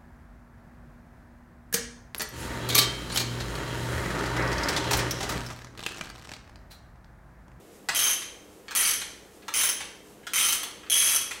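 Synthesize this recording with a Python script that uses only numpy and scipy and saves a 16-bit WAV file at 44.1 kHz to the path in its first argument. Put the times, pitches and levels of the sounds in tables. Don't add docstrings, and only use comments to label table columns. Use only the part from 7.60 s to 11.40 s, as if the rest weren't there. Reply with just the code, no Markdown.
import sys
import numpy as np
from scipy import signal
from scipy.fft import rfft, irfft, next_fast_len
from scipy.io import wavfile
from scipy.ndimage import map_coordinates

SR = 44100
rng = np.random.default_rng(int(sys.argv[2]) if len(sys.argv) > 2 else 0)


def gain_from_db(level_db):
    decades = np.asarray(level_db, float) / 20
    return 10 ** decades


def dump_mix(stems):
    frames = np.atleast_2d(stems).T
    limited = np.clip(frames, -1, 1)
    pcm = np.round(limited * 32767).astype(np.int16)
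    wavfile.write(sys.argv[1], SR, pcm)


N = 167580


def unit(x):
    return x / np.sqrt(np.mean(x ** 2) + 1e-20)


def along(points, hz):
    f, v = np.transpose(points)
    return np.interp(np.log(hz + 1), np.log(f + 1), v)


def coloured(x, db_of_hz):
    n = x.shape[-1]
    m = next_fast_len(n + 4096)
    gain = gain_from_db(db_of_hz(np.fft.rfftfreq(m, 1 / SR)))
    cepstrum = irfft(np.log(gain + 1e-6), m)
    cepstrum[1:m // 2] *= 2
    cepstrum[m // 2 + 1:] = 0
    return irfft(rfft(x, m) * np.exp(rfft(cepstrum)), m)[..., :n]


def wobble(rate):
    return map_coordinates(rng.standard_normal(100), [np.arange(N) * rate / SR])


def add(track, s, sound):
    part = track[round(s * SR):][:len(sound)]
    part += sound[:len(part)]


def ratchet():
    # (time [s], teeth passed)
    angles = [
        [(.3485, 0), (.358, 1), (.3763, 3), (.3914, 4), (.4209, 7), (.452, 10), (.479, 12), (.5088, 14),
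         (.5329, 15)],
        [(1.1507, 0), (1.181, 3), (1.2288, 8), (1.251, 10), (1.275, 12), (1.290, 13), (1.3085, 14),
         (1.3348, 15)],
        [(1.9394, 0), (1.954, 1), (1.9903, 5), (2.0112, 7), (2.0223, 8), (2.035, 9), (2.0725, 12), (2.0907, 13),
         (2.112, 14)],
        [(2.7352, 0), (2.7577, 2), (2.7998, 6), (2.8501, 11), (2.873, 13), (2.8876, 14), (2.904, 15),
         (2.9249, 16), (2.9506, 17)],
        [(3.2996, 0), (3.3162, 1), (3.3537, 4), (3.4051, 9), (3.4461, 13), (3.5192, 20), (3.562, 23),
         (3.584, 24), (3.615, 25)],
    ]
    pawl_db = [
        [-21, -20.5, -18, -17.5, -19.5, -20, -19.5, -17, -22.5],
        [-16.5, -18.5, -20.5, -19.5, -18, -20.5, -18, -20.5],
        [-18.5, -20.5, -19, -16, -25, -16, -21.5, -18.5, -26],
        [-20, -19.5, -17, -20.5, -21, -16.5, -23, -15.5, -21],
        [-20.5, -21.5, -21, -21.5, -20.5, -20.5, -16.5, -27, -26.5],
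    ]
    grip_pitch = [(0.92, .995, 1.004, 1.001, 1.008, 1.003), (1.022, 1, .997, 1.001, .997, .998),
                  (1.05, .99, .998, .99, .99, 1.4), (0.974, .99, .995, .99, .99, 1.2),
                  (1.01, 1.026, 1.001, 1.001, .999, .99)]
    grip_db = [(-3, -1.5, 0.3, -1.5, -2, -3), (-7, -5, -2.5, 1, -0.8, -4.5), (-30, -3, -2.5, -4, 0, -5),
               (7.8, -3, -1.5, 1.5, -3.5, -7), (-3.5, 0.5, 1.3, 3, 2, -2)]
    turn_db = [(.3, -3.5, 6, -8, 6, .3), (.3, 1, 7.5, -5, 2, .3), (.3, 3.5, -.6, -3, -0.5, .3),
               (.3, -4, .3, -6, 1, .3), (2.5, -8, -7.5, -11, -3, .3)]
    # (start [dB], middle [dB], end [dB])
    facing_db = [(-14, -3, -9), (-10, -8, -3), (-17, -14, -8), (-19, -12, -2), (-5, -6, -5.5)]
    return sum(swing(*rows) for rows in zip(angles, pawl_db, grip_pitch, grip_db, turn_db, facing_db))


def swing(angles, pawl_db, grip_pitch, grip_db, turn_db, facing_db):
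    # (frequency [Hz], level [dB], t60 [s])
    head = [(1350, -15, 0.018), (2290, -0.5, 0.0082), (2535, -8.5, 0.035), (3186, 6.5, 0.017),
            (3965, -5, 0.013), (5550, -9.5, 0.022), (6096, 8, 0.0058), (6270, 5.5, 0.018), (8680, 1, 0.011),
            (9100, -1.5, 0.026), (9807, 11, 0.0094), (10055, 5.5, 0.022), (11870, -4, 0.013),
            (11580, 8, 0.016)]
    # (frequency [Hz], level [dB])
    snap = [(300, -21), (700, -16), (1300, -8.5), (2500, -4.5), (4700, -8), (7500, -6), (11000, -6),
            (15500, -13.5)]
    # (frequency [Hz], level [dB])
    edge = [(4000, -40), (7500, -13), (11000, -7), (14000, -6), (16000, -9)]
    grip_hz = (1500, 3200, 6300, 9000, 10000, 12000)
    ring_db, ring_floor_hz, ring_attack_s = -11, 845, 0.00029
    snap_db, snap_t60, tick_db = 10.5, 0.01, -4.5
    mode_scatter_db, tooth_scatter_db, snap_scatter_db = 2, .5, 1
    detune, tooth_jitter_s = .007, .0003

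    s, teeth = np.transpose(angles)
    tooth = np.arange(teeth[-1] + 1)
    progress = tooth / tooth[-1]
    t = np.arange(SR // 16) / SR
    mode_luck, pitch_luck = rng.standard_normal((2, len(tooth), len(head), 1))
    snap_luck, tooth_luck, time_luck = rng.standard_normal((3, len(tooth)))

    hz, mode_db, t60 = np.transpose(head)[..., None]
    hz = hz * np.interp(hz, grip_hz, grip_pitch)
    mode_db = mode_db + np.interp(hz, grip_hz, grip_db)
    mode_db = mode_db + np.interp(hz, grip_hz, turn_db) * (progress - .5)[:, None, None]
    decay = gain_from_db(mode_db + mode_scatter_db * mode_luck - 60 * t / t60)
    modes = decay * np.sin(2 * np.pi * hz * (1 + detune * pitch_luck) * t)
    ring = gain_from_db(ring_db) * modes.sum(1) * (1 - np.exp(-t / ring_attack_s))

    chatter = gain_from_db(-60 * t / snap_t60) * rng.standard_normal((len(tooth), len(t)))
    chatter = chatter / np.linalg.norm(chatter, axis=1)[:, None]
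    snap_gain = 3 * gain_from_db(snap_db + snap_scatter_db * snap_luck)[:, None]
    crack = snap_gain * (chatter + gain_from_db(tick_db) * (t == 0))

    no_bass = lambda f: -10 * np.log10(1 + (ring_floor_hz / (f + 1)) ** 8)
    clicks = coloured(ring, no_bass) + coloured(crack, lambda f: along(snap, f))
    facing = gain_from_db(np.interp(progress, (0, .5, 1), facing_db))[:, None]
    clicks = clicks + facing * coloured(crack, lambda f: along(edge, f))
    strength_db = np.interp(tooth, teeth, pawl_db) + tooth_scatter_db * tooth_luck
    times = np.interp(tooth, teeth, s) + tooth_jitter_s * time_luck
    return workshop(times, clicks * gain_from_db(strength_db)[:, None])


def knocks():
    knock_s = [.2877, .62, 1.0824, 1.1095, 1.122, 1.415, 1.821, 1.8816, 2.205, 2.632, 2.6684, 3.0325, 3.233,
               3.265, 3.7105, 3.7172, 3.0326]
    # (level [dB], centre [Hz], spread [octaves], rattle length [s])
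    landings = [(-19, 3100, 2, 0.0054), (-33.5, 4200, 1.9, 0.0045), (-30, 2300, 1.36, 0.0027),
                (-31, 2700, 3.3, 0.0042), (-37, 2000, 3, 0.0036), (-31.5, 5000, 2.5, 0.0078),
                (-47, 3000, 0.85, 0.0079), (-29, 2600, 2.7, 0.0047), (-35.5, 2200, 2.8, 0.018),
                (-51.5, 2300, 1.3, 0.0045), (-34.5, 5700, 3.1, 0.0089), (-22, 3500, 4.3, 0.0013),
                (-41, 1900, 1.2, 0.005), (-43.5, 1900, 1.3, 0.009), (-28, 1700, 3.9, 0.004),
                (-28.5, 9000, 2.7, 0.0015), (-7, 13600, 0.43, .0005)]
    # (rod [Hz], rod [dB], socket [Hz], socket [dB])
    knock_ring = [(1940, -38, 5070, -26), (1390, -56, 3500, -54), (1530, -56, 3450, -46),
                  (1510, -47, 3260, -47), (1460, -50, 3210, -57), (1390, -46, 1800, -48),
                  (1400, -51, 3200, -60), (1330, -29, 4700, -50), (1380, -36, 9600, -53),
                  (1400, -59, 3000, -60), (1480, -28.5, 3330, -28.5), (1400, -32, 3400, -28),
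                  (1340, -42, 2800, -53), (1400, -59, 1300, -59), (1390, -52, 2500, -28),
                  (2230, -48, 4600, -49), (9100, -49, 9400, -41)]
    # (frequency [Hz], level [dB])
    slack = [(250, -23), (700, -4), (1350, 2.5), (2300, 2), (3300, -1), (5200, -5), (8200, -5),
             (11000, -13.5)]
    rattle_per_s, rattle_db = 1070, 2
    strike_db = -4
    ring_t60, ring_attack_s = (.016, .013), .0004

    t, sounds = np.arange(SR // 16) / SR, []
    for (db, centre_hz, octaves, length), ring in zip(landings, knock_ring):
        lumps = np.interp(t * rattle_per_s, np.arange(400), rng.standard_normal(400))
        rattle = gain_from_db(rattle_db * lumps) * np.exp(-(t / length) ** 2) * rng.standard_normal(len(t))
        rattle = rattle / np.linalg.norm(rattle) + gain_from_db(strike_db) * (t == 0)
        rattle = np.sqrt(SR * length) * rattle
        tone = lambda f: along(slack, f) - 6 * (np.log2((f + 1) / centre_hz) / octaves) ** 2
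        modes = np.zeros(len(t))
        for hz, ring_db, t60 in zip(ring[::2], ring[1::2], ring_t60):
            modes += gain_from_db(ring_db - 60 * t / t60) * np.sin(2 * np.pi * hz * t)
        sounds.append(gain_from_db(db) * coloured(rattle, tone) + modes * (1 - np.exp(-t / ring_attack_s)))
    return workshop(knock_s, np.array(sounds))


def thumps():
    # (time [s], level [dB], frequency [Hz], t60 [s])
    jolts = [
        (0.291, -46.5, 142, 0.057),
        (.289, -33, 700, 0.023),
    ]
    t = np.arange(SR // 4) / SR
    sounds = [gain_from_db(db - 60 * t / t60) * np.sin(2 * np.pi * hz * t) for s, db, hz, t60 in jolts]
    return workshop([row[0] for row in jolts], np.array(sounds))


def sleeve():
    # (time [s], level [dB], length [s])
    brushes = [
        (0.156, -62, 0.054),
        (0.95, -63, 0.052),
        (1.76, -61, 0.045),
        (2.502, -60.5, 0.062),
    ]
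    # (frequency [Hz], level [dB per Hz])
    cloth = [(1500, -16), (4000, -5), (7500, 0), (12000, -4), (16000, -16)]
    t = np.arange(N) / SR
    swell = sum(gain_from_db(db) * np.exp(-((t - s) / length) ** 2) for s, db, length in brushes)
    rustle = unit(coloured(rng.standard_normal(N), lambda f: along(cloth, f)))
    return swell * gain_from_db(1.2 * wobble(22.84)) * rustle


def workshop(times, sounds):
    # (delay [s], level [dB])
    bounces = [
        (.0036, -5),
        (.0066, -6),
        (0.0114, -12),
    ]
    # (frequency [Hz], level [dB])
    early_colour = [(1500, 0), (6000, -2), (14000, -6)]
    # (frequency [Hz], t60 [s])
    room = [(300, 1), (1300, 0.67), (3500, 0.66), (9000, .5), (15000, 0.27)]
    # (frequency [Hz], level [dB])
    room_colour = [(300, 1.5), (1500, 1), (5000, 1), (15000, -1)]
    early_db, early_t60, late_db, wall_gap_s = -1, 0.081, 2, .0028

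    gap, dry, out = round(wall_gap_s * SR), np.zeros(N), np.zeros((2, N))
    fade = gain_from_db(-60 * np.arange(SR // 8) / SR / early_t60)
    early = rng.standard_normal((2, len(times), SR // 8)) * fade
    early = coloured(early, lambda f: along(early_colour, f))
    early = gain_from_db(early_db) * early / np.linalg.norm(early, axis=2, keepdims=True)
    early = np.pad(early, ((0, 0), (0, 0), (gap, 0)))
    early[0, :, 0] = 1
    for delay, db in bounces:
        early[0, :, round(delay * SR)] += gain_from_db(db)
    near = signal.fftconvolve(sounds[None], early, axes=2)
    for s, sound, mid, side in zip(times, sounds, *near):
        add(dry, s + wall_gap_s, sound)
        add(out[0], s, mid)
        add(out[1], s, side)

    hz, t, z = signal.stft(rng.standard_normal((2, SR)), SR, nperseg=256)
    tail_db = along(room_colour, hz)[:, None] - 60 * t / along(room, hz)[:, None]
    late = signal.istft(z * gain_from_db(tail_db), SR, nperseg=256)[1][:, :SR]
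    late = gain_from_db(late_db) * late / np.linalg.norm(late[0])
    return out + signal.fftconvolve(dry[None], late, axes=1)[:, :N]


def room_tone():
    # (frequency [Hz], level [dB per Hz])
    air = [(13, -19), (22, -27), (55, -6.5), (118, -12), (199, -10.5), (298, -6.5), (470, -4), (600, -11.5),
           (850, -18), (1500, -40), (4000, -57)]
    # (frequency [Hz], level [dB per Hz])
    hiss = [(350, -26), (680, -15.5), (1130, -16), (2500, -21.5), (4500, -26.5), (7500, -24.5),
            (12500, -28), (16000, -33)]
    # (frequency [Hz], level [dB rms])
    hum = [(59.2, -71), (100, -73), (199.2, -64.5), (301.5, -63.5)]
    air_db, hiss_db, hum_waver_db, hum_drift_rad = -53.5, -58, -1.5, 1

    def noise(points):
        return np.array([unit(coloured(rng.standard_normal(N), lambda f: along(points, f))) for _ in "ms"])

    t = np.arange(N) / SR
    bed = gain_from_db(air_db + 0.067 * wobble(4.9)) * noise(air) + gain_from_db(hiss_db) * noise(hiss)
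    for hz, db in hum:
        level = np.sqrt(2) * gain_from_db(db + hum_waver_db * wobble(6.5))
        bed[0] += level * np.sin(2 * np.pi * hz * t + hum_drift_rad * wobble(10.0))
    return bed


def scene():
    # (frequency [Hz], level [dB])
    side_db = [(60, -9.5), (300, -24.5), (800, -23.5), (1600, -30), (5000, -29.5), (14000, -24)]
    mid, side = ratchet() + knocks() + thumps() + room_tone()
    side = coloured(side, lambda f: along(side_db, f))
    mid = mid + sleeve()
    return np.array([mid + side, mid - side])


def top_cut(x):
    return signal.sosfilt(signal.butter(12, 16990, fs=SR, output="sos"), x)


def record(dry):
    ceiling, knee = .5, 3
    top_hz, edge_hz = 15750, 120
    soft = dry / (1 + np.abs(dry / ceiling) ** knee) ** (1 / knee)
    band = np.clip((top_hz - np.fft.rfftfreq(N, 1 / SR)) / edge_hz + 1, 0, 1) ** 2
    mix = irfft(rfft(soft) * band, N)
    return top_cut(mix)


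dry = scene()
out = record(dry)
dump_mix(out)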